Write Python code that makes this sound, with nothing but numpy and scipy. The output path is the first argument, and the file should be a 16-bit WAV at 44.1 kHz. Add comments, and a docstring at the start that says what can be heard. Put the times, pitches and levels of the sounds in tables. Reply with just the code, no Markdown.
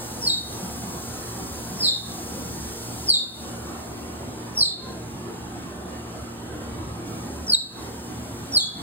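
"""A cheetah cub lying on the tiles of a concrete pen gives six chirps, nearly pure whistles gliding down.
Each interferes with its echo from a close wall, and the hard room reverberates after it.
Underneath, ventilation rumbles and hums, a thin hiss fades and partly returns, and a faint tone
surfaces once. Automatic gain control behind the microphone pair ducks the whole room at every chirp."""
import sys
import numpy as np
from scipy import signal
from scipy.fft import rfft, irfft, next_fast_len
from scipy.io import wavfile
from scipy.ndimage import uniform_filter1d, minimum_filter1d, map_coordinates

SR = 44100
rng = np.random.default_rng(int(sys.argv[2]) if len(sys.argv) > 2 else 0)


def wav_record(signal):
    """Record a signal, one row per channel, as 16-bit PCM in the file named by sys.argv[1]."""
    frames = np.transpose(np.atleast_2d(signal))
    bounded = np.clip(frames, -1, 1)
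    # unit amplitude maps onto the largest positive 16-bit level
    quanta = np.round(bounded * 32767).astype(np.int16)
    wavfile.write(sys.argv[1], SR, quanta)


N = 388962

# Spectrum of the air in the ducts. Each row: frequency in Hz, relative density in dB.
DUCT_SPECTRUM = [(20, -33), (48, -11.5), (68, -0.5), (95, -3), (140, -3.5), (195, 0), (222, -4), (315, 0),
                 (375, -5), (435, -7), (520, -7.5), (850, -8.5), (1600, -15.5), (2200, -22), (3100, -22.5),
                 (4200, -25.5), (8500, -28.5), (15000, -42)]
# The fan's tones. Each row: frequency in Hz, rms level in dB, blur from 0 to 1.
FAN_TONES = [(74.5, -48.5, 0.8), (116.7, -45.5, 0.43), (175.2, -51.5, 0.45), (233.2, -45.5, .15),
             (348.8, -49.5, 0.85), (390.4, -54.5, .5), (467.2, -55, .7), (748.3, -56, 1)]
# Spectrum of the hiss. Each row: frequency in Hz, relative density in dB.
HISS_SPECTRUM = [(500, -2.5), (2500, -9), (5000, 2), (6100, 2.5), (7300, 2), (10500, 1), (13000, -1),
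                 (16000, -8)]
# The chirps, one list each. Each row: time in seconds, pitch in Hz, level at the source in dB.
CHIRPS = [
    [(.205, 5580, -46), (.221, 5600, -35.5), (.251, 5010, -23), (.274, 4380, -15), (.291, 3980, -26),
     (.303, 3775, -16.5), (.316, 3820, -28)],
    [(1.772, 5700, -49), (1.805, 5220, -27), (1.825, 4700, -24.5), (1.837, 4280, -19), (1.855, 3960, -20),
     (1.872, 3680, -21.5), (1.892, 3620, -21)],
    [(3.056, 5690, -50), (3.071, 5560, -35), (3.095, 4700, -14), (3.108, 4443, -9.5), (3.125, 4035, -15),
     (3.147, 3730, -14.5), (3.163, 3556, -12)],
    [(4.548, 5840, -41), (4.574, 5580, -24), (4.592, 5010, -11.5), (4.606, 4710, -18), (4.623, 4280, -11.5),
     (4.641, 3930, -15.5), (4.663, 3590, -18.5)],
    [(7.463, 6000, -43), (7.48, 5490, -28), (7.496, 5080, -23), (7.527, 4510, -12.5), (7.537, 4180, -12),
     (7.547, 3843, -13.5), (7.556, 3840, -8)],
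    [(8.512, 5900, -44), (8.546, 5160, -23.5), (8.566, 4590, -12.5), (8.587, 3900, -8.5),
     (8.596, 3760, -17), (8.607, 3394, -10.5), (8.631, 3380, -22)],
]
# The mouth passes overtones best near 7.5 kHz. Each row: frequency in Hz, overtone gain in dB.
MOUTH_RESPONSE = [(6600, -16.5), (7500, -12.5), (8500, -16.5), (10000, -19), (11500, -14), (13000, -14),
                  (16000, -17)]
# How the cub faces at each chirp. Each row: brightness in dB, close echo's delay in milliseconds,
# its strength from 0 to 1, room echo gain in dB (higher when the mouth points away).
FACING = [ (1, 3.23, 1, 1), (-1.5, 4.1, .6, 7), (-1, 3.95, 1, 0), (1.5, 2.2, 0.76, .5),
          (2.5, 2.6, 0.8, -2.5), (2, 3.35, 1, -2.5), ]
# Extra phase difference of the direct sound. Each row: frequency in Hz, left's lead in radians.
DIRECT_LEAD = [(3500, .9), (3900, 1.8), (4150, 2.3), (4450, 1.7), (4700, 1.1), (4950, -.65), (5200, -.45),
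               (5500, -.45), (6000, -.6), (7500, 0), (9500, -.4)]
# Likeness of left and right in a diffuse field. Each row: frequency in Hz, coherence from 0 to 1.
COHERENCE = [(80, 0.97), (150, 0.94), (300, 0.78), (650, 0.38), (1400, 0.12), (2500, 0.39), (4200, 0.35),
             (5500, 1), (6300, 0.8), (10000, 0.84), (11400, 1), (14000, 1)]
# The pen's reverberation time. Each row: frequency in Hz, seconds to decay by 60 dB.
PEN_T60 = [(3000, 0.42), (4500, 0.42), (8000, 0.31), (15000, 0.31)]
# Phase difference of the microphone pair. Each row: frequency in Hz, left's lead in radians.
MICROPHONE_LEAD = [(950, 0), (1700, 2.2), (3200, 2.9), (4500, 2.55), (5400, 3.08), (6100, 3.22),
                   (7700, 5.7), (9500, 6.9), (11200, 9.3), (12200, 9.55), (14800, 12.6)]


def amp(db):
    """Decibels to amplitude ratio."""
    return 10 ** (np.asarray(db) / 20)


def unit(x):
    """Scale to rms 1."""
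    return x / np.sqrt(np.mean(x ** 2) + 1e-20)


def along(points, hz):
    """Interpolate (Hz, value) points on a logarithmic frequency axis."""
    f, v = np.transpose(points)
    return np.interp(np.log(hz + 1), np.log(f + 1), v)


def wobble(rate):
    """A smooth random curve with rate knots a second."""
    knots = rng.standard_normal(int(N * rate / SR) + 4)
    return map_coordinates(knots, [np.arange(N) * rate / SR])


def samples(chirp):
    """The sample indices that a chirp spans."""
    return np.arange(int(chirp[0][0] * SR), int(chirp[-1][0] * SR))


def filtered(x, response):
    """Linear filtering: the spectrum is multiplied by a complex frequency response."""
    size = x.shape[-1]
    padded = next_fast_len(size + 8192)
    return irfft(rfft(x, padded) * response(np.fft.rfftfreq(padded, 1 / SR)), padded)[..., :size]


def phase_shifted(x, lead):
    """Phase difference: left advances by half the lead and right lags by half."""
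    return filtered(x, lambda hz: np.exp(.5j * along(lead, hz) * np.array([[1], [-1]])))


def diffuse(pair):
    """Diffuse field: two unrelated signals mix into a partly coherent left and right."""
    angle = lambda hz: np.arccos(np.clip(along(COHERENCE, hz), 0, 1)) / 2
    mid, side = filtered(pair, lambda hz: np.array([np.cos(angle(hz)), np.sin(angle(hz))]))
    return np.array([mid + side, mid - side])


def coloured_noise(spectrum, patchy_db):
    """Spectral shaping: diffuse noise of rms 1, with brief patches of random gain."""
    bins = signal.stft(rng.standard_normal((2, N)), nperseg=1024)[2]
    patches = uniform_filter1d(rng.standard_normal(bins.shape[1:]), size=2, axis=0)
    patches = uniform_filter1d(patches, size=14, axis=1)
    pair = signal.istft(bins * amp(patchy_db * unit(patches)), nperseg=1024)[1][:, :N]
    return unit(diffuse(filtered(pair, lambda hz: amp(along(spectrum, hz)))))


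def ventilation(air_db, surge_db):
    """Flow noise: air rumbles in the ducts, swelling slightly, along with the fan's hum."""
    air = amp(air_db + surge_db * wobble(8.6)) * coloured_noise(DUCT_SPECTRUM, patchy_db=3.0)
    hum = fan_hum(join_at=6.6, join_s=.8, join_hz=265.4, join_db=-50.5)
    return (air + hum) * amp([[-.3], [.3]])  # slightly stronger on the right


def fan_hum(join_at, join_s, join_hz, join_db):
    """Random modulation: turbulence blurs tones into narrow bands. A further machine tone joins late."""
    t = np.arange(N) / SR

    def tone(hz, blur):
        drift_rate = 7 + .02 * hz
        envelope = 1 + blur * (wobble(drift_rate) + 1j * wobble(drift_rate))
        return unit(np.real(envelope * np.exp(2j * np.pi * hz * t)))

    fan = sum(amp(db) * tone(hz, blur) for hz, db, blur in FAN_TONES)
    joined = np.clip((t - join_at) / join_s, 0, 1)
    return fan + joined * amp(join_db) * tone(join_hz, blur=0.82)


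def hiss(first_db, faded_db, back_db, fade_at, fade_s, back_at, back_s):
    """Broadband noise: its level relaxes exponentially towards a floor, then steps partly back."""
    t = np.arange(N) / SR
    fading_db = faded_db + (first_db - faded_db) * np.exp(-np.maximum(t - fade_at, 0) / fade_s)
    back = np.clip((t - back_at) / back_s, 0, 1)
    return amp((1 - back) * fading_db + back * back_db) * coloured_noise(HISS_SPECTRUM, patchy_db=2.0)


def cub(flutter_db, third_db, edge_s):
    """Source and filter: the throat makes an unsteady falling whistle; the mouth weights its overtones."""
    fall_rasp, bottom_rasp = 0.009, 0.006  # unsteadiness as a share of the pitch
    full_rasp_hz_per_s = 26000
    ease = int(.007 * SR)  # the throat rounds off every change
    voice = np.zeros(N)
    waver, flutter = wobble(600), flutter_db * wobble(170)
    for chirp, (bright_db, *_) in zip(CHIRPS, FACING):
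        span = samples(chirp)
        t = (span - span[0]) / SR
        times, *contours = np.transpose(chirp)
        glide_hz, db = (uniform_filter1d(np.interp(span / SR, times, c), ease) for c in contours)
        falling = np.minimum(np.abs(np.gradient(glide_hz)) * SR / full_rasp_hz_per_s, 1)
        rasp = falling * fall_rasp + (1 - falling) * bottom_rasp
        pitch = glide_hz * (1 + rasp * waver[span])
        phase = 2 * np.pi * np.cumsum(pitch) / SR
        gate = np.sin(np.pi / 2 * np.clip(np.minimum(t, t[-1] - t) / edge_s, 0, 1)) ** 2
        second, third = (amp(along(MOUTH_RESPONSE, k * pitch)) * np.sin(k * phase) for k in (2, 3))
        overtones = second + amp(third_db) * third
        voice[span] += gate * amp(db + flutter[span]) * (np.sin(phase) + amp(bright_db) * overtones)
    return voice


def wall_bounce(voice):
    """Comb filtering: the wall behind the cub adds an echo, so the glide throbs through the notches."""
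    heard = voice.copy()
    for chirp, (_, delay_ms, strength, _) in zip(CHIRPS, FACING):
        span = slice(samples(chirp)[0], samples(chirp)[-1] + 512)  # room for the delay
        echo = filtered(voice[span], lambda hz: np.exp(-2j * np.pi * hz * delay_ms / 1000))
        heard[span] += strength * echo
    return heard


def early_reflections(size, spread_s, count):
    """Path difference: each separate echo comes from its own side and reaches one microphone sooner."""
    taps = np.zeros((2, size))
    for when, side, strength in rng.uniform(-1.1, 1, (count, 3)):
        at = 4 + int(abs(when) * spread_s * SR)
        taps[[0, 1], [at, at + round(4 * side)]] += strength
    return taps


def pen_reverberation(voice, early_db, spread_s, tail_db, build_s, gap_s):
    """Reverberation: floor and door echo first, then a diffuse field builds and decays exponentially."""
    heard = np.zeros((2, N))
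    size = int(.8 * SR)
    for chirp, (*_, echo_db) in zip(CHIRPS, FACING):
        # the head turns between chirps, so each meets other echoes
        hz, t, bins = signal.stft(rng.standard_normal((2, size)), SR, nperseg=256)
        decay = amp(-60 * t / along(PEN_T60, hz)[:, None])
        tail = diffuse(signal.istft(bins * decay, SR, nperseg=256)[1][:, :size])
        tail *= 1 - np.exp(-np.arange(size) / SR / build_s)
        early = early_reflections(size, spread_s, count=7)
        response = (amp(tail_db) * unit(tail) + amp(early_db) * unit(early)) / np.sqrt(size)
        span = samples(chirp)
        arrival = span[0] + int(gap_s * SR)
        echoes = signal.fftconvolve(voice[None, span], response, axes=1)[:, :N - arrival]
        heard[:, arrival:arrival + echoes.shape[1]] += amp(echo_db) * echoes
    return heard


def faint_tone(peak_at, width_s, hz, peak_db, waver_rad):
    """Phase modulation: a weak tone wavers as it swells and sinks under a Gaussian envelope."""
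    t = np.arange(N) / SR
    swell = amp(peak_db) * np.exp(-((t - peak_at) / width_s) ** 2)
    return swell * np.sin(2 * np.pi * hz * t + waver_rad * wobble(43))


def scene():
    """Superposition: the cub's direct sound and the pen's echoes add to the background."""
    voice = cub(flutter_db=3.5, third_db=-13.5, edge_s=0.0035)
    direct = amp(-2.0) * phase_shifted(wall_bounce(voice), DIRECT_LEAD)
    room = pen_reverberation(voice, early_db=-13, spread_s=.035, tail_db=-.3, build_s=.015, gap_s=.005)
    rumble = ventilation(air_db=-36.5, surge_db=0.75)
    thin_hiss = hiss(first_db=-38.5, faded_db=-51, back_db=-46,
                     fade_at=3.07, fade_s=0.85, back_at=7.04, back_s=0.029)
    tone = faint_tone(peak_at=4.87, width_s=0.091, hz=1040, peak_db=-41.5, waver_rad=0.98)
    return direct + room + rumble + thin_hiss + tone


def gain_control(x, threshold_db, slope, hold_s, release_db_per_s, attack_s):
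    """Compression: the first peak slips through; then the gain falls, holds a moment and recovers."""
    past = lambda s: dict(size=int(s * SR) // 2 * 2 + 1, origin=int(s * SR) // 2)  # a causal window
    power = np.abs(uniform_filter1d(np.mean(x ** 2, axis=0), **past(attack_s / 2)))
    excess_db = np.maximum(10 * np.log10(power + 1e-12) - threshold_db, 0)
    held_db = minimum_filter1d(-slope * excess_db, **past(hold_s))
    recovery_db = release_db_per_s * np.arange(N) / SR
    gain_db = np.minimum.accumulate(held_db - recovery_db) + recovery_db
    return x * amp(uniform_filter1d(gain_db, **past(attack_s)))


def limiter(x, ceiling_db, window_s):
    """Peak limiting: a smooth dip in gain eases the remaining peaks down to the ceiling."""
    size = int(window_s * SR) + 1
    needed = np.minimum(1, amp(ceiling_db) / (np.abs(x).max(axis=0) + 1e-9))
    return x * uniform_filter1d(minimum_filter1d(needed, size), size)


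def record(dry):
    """Transduction: the microphone pair shifts phase; gain control, limiter and band limit follow."""
    pair = phase_shifted(dry, MICROPHONE_LEAD)
    ducked = gain_control(pair, threshold_db=-19.5, slope=0.85,
                          hold_s=0.13, release_db_per_s=83, attack_s=0.021)
    limited = limiter(ducked, ceiling_db=-4.2, window_s=.004)
    return filtered(limited, lambda hz: hz < 15800)


dry = scene()
out = record(dry)
wav_record(out)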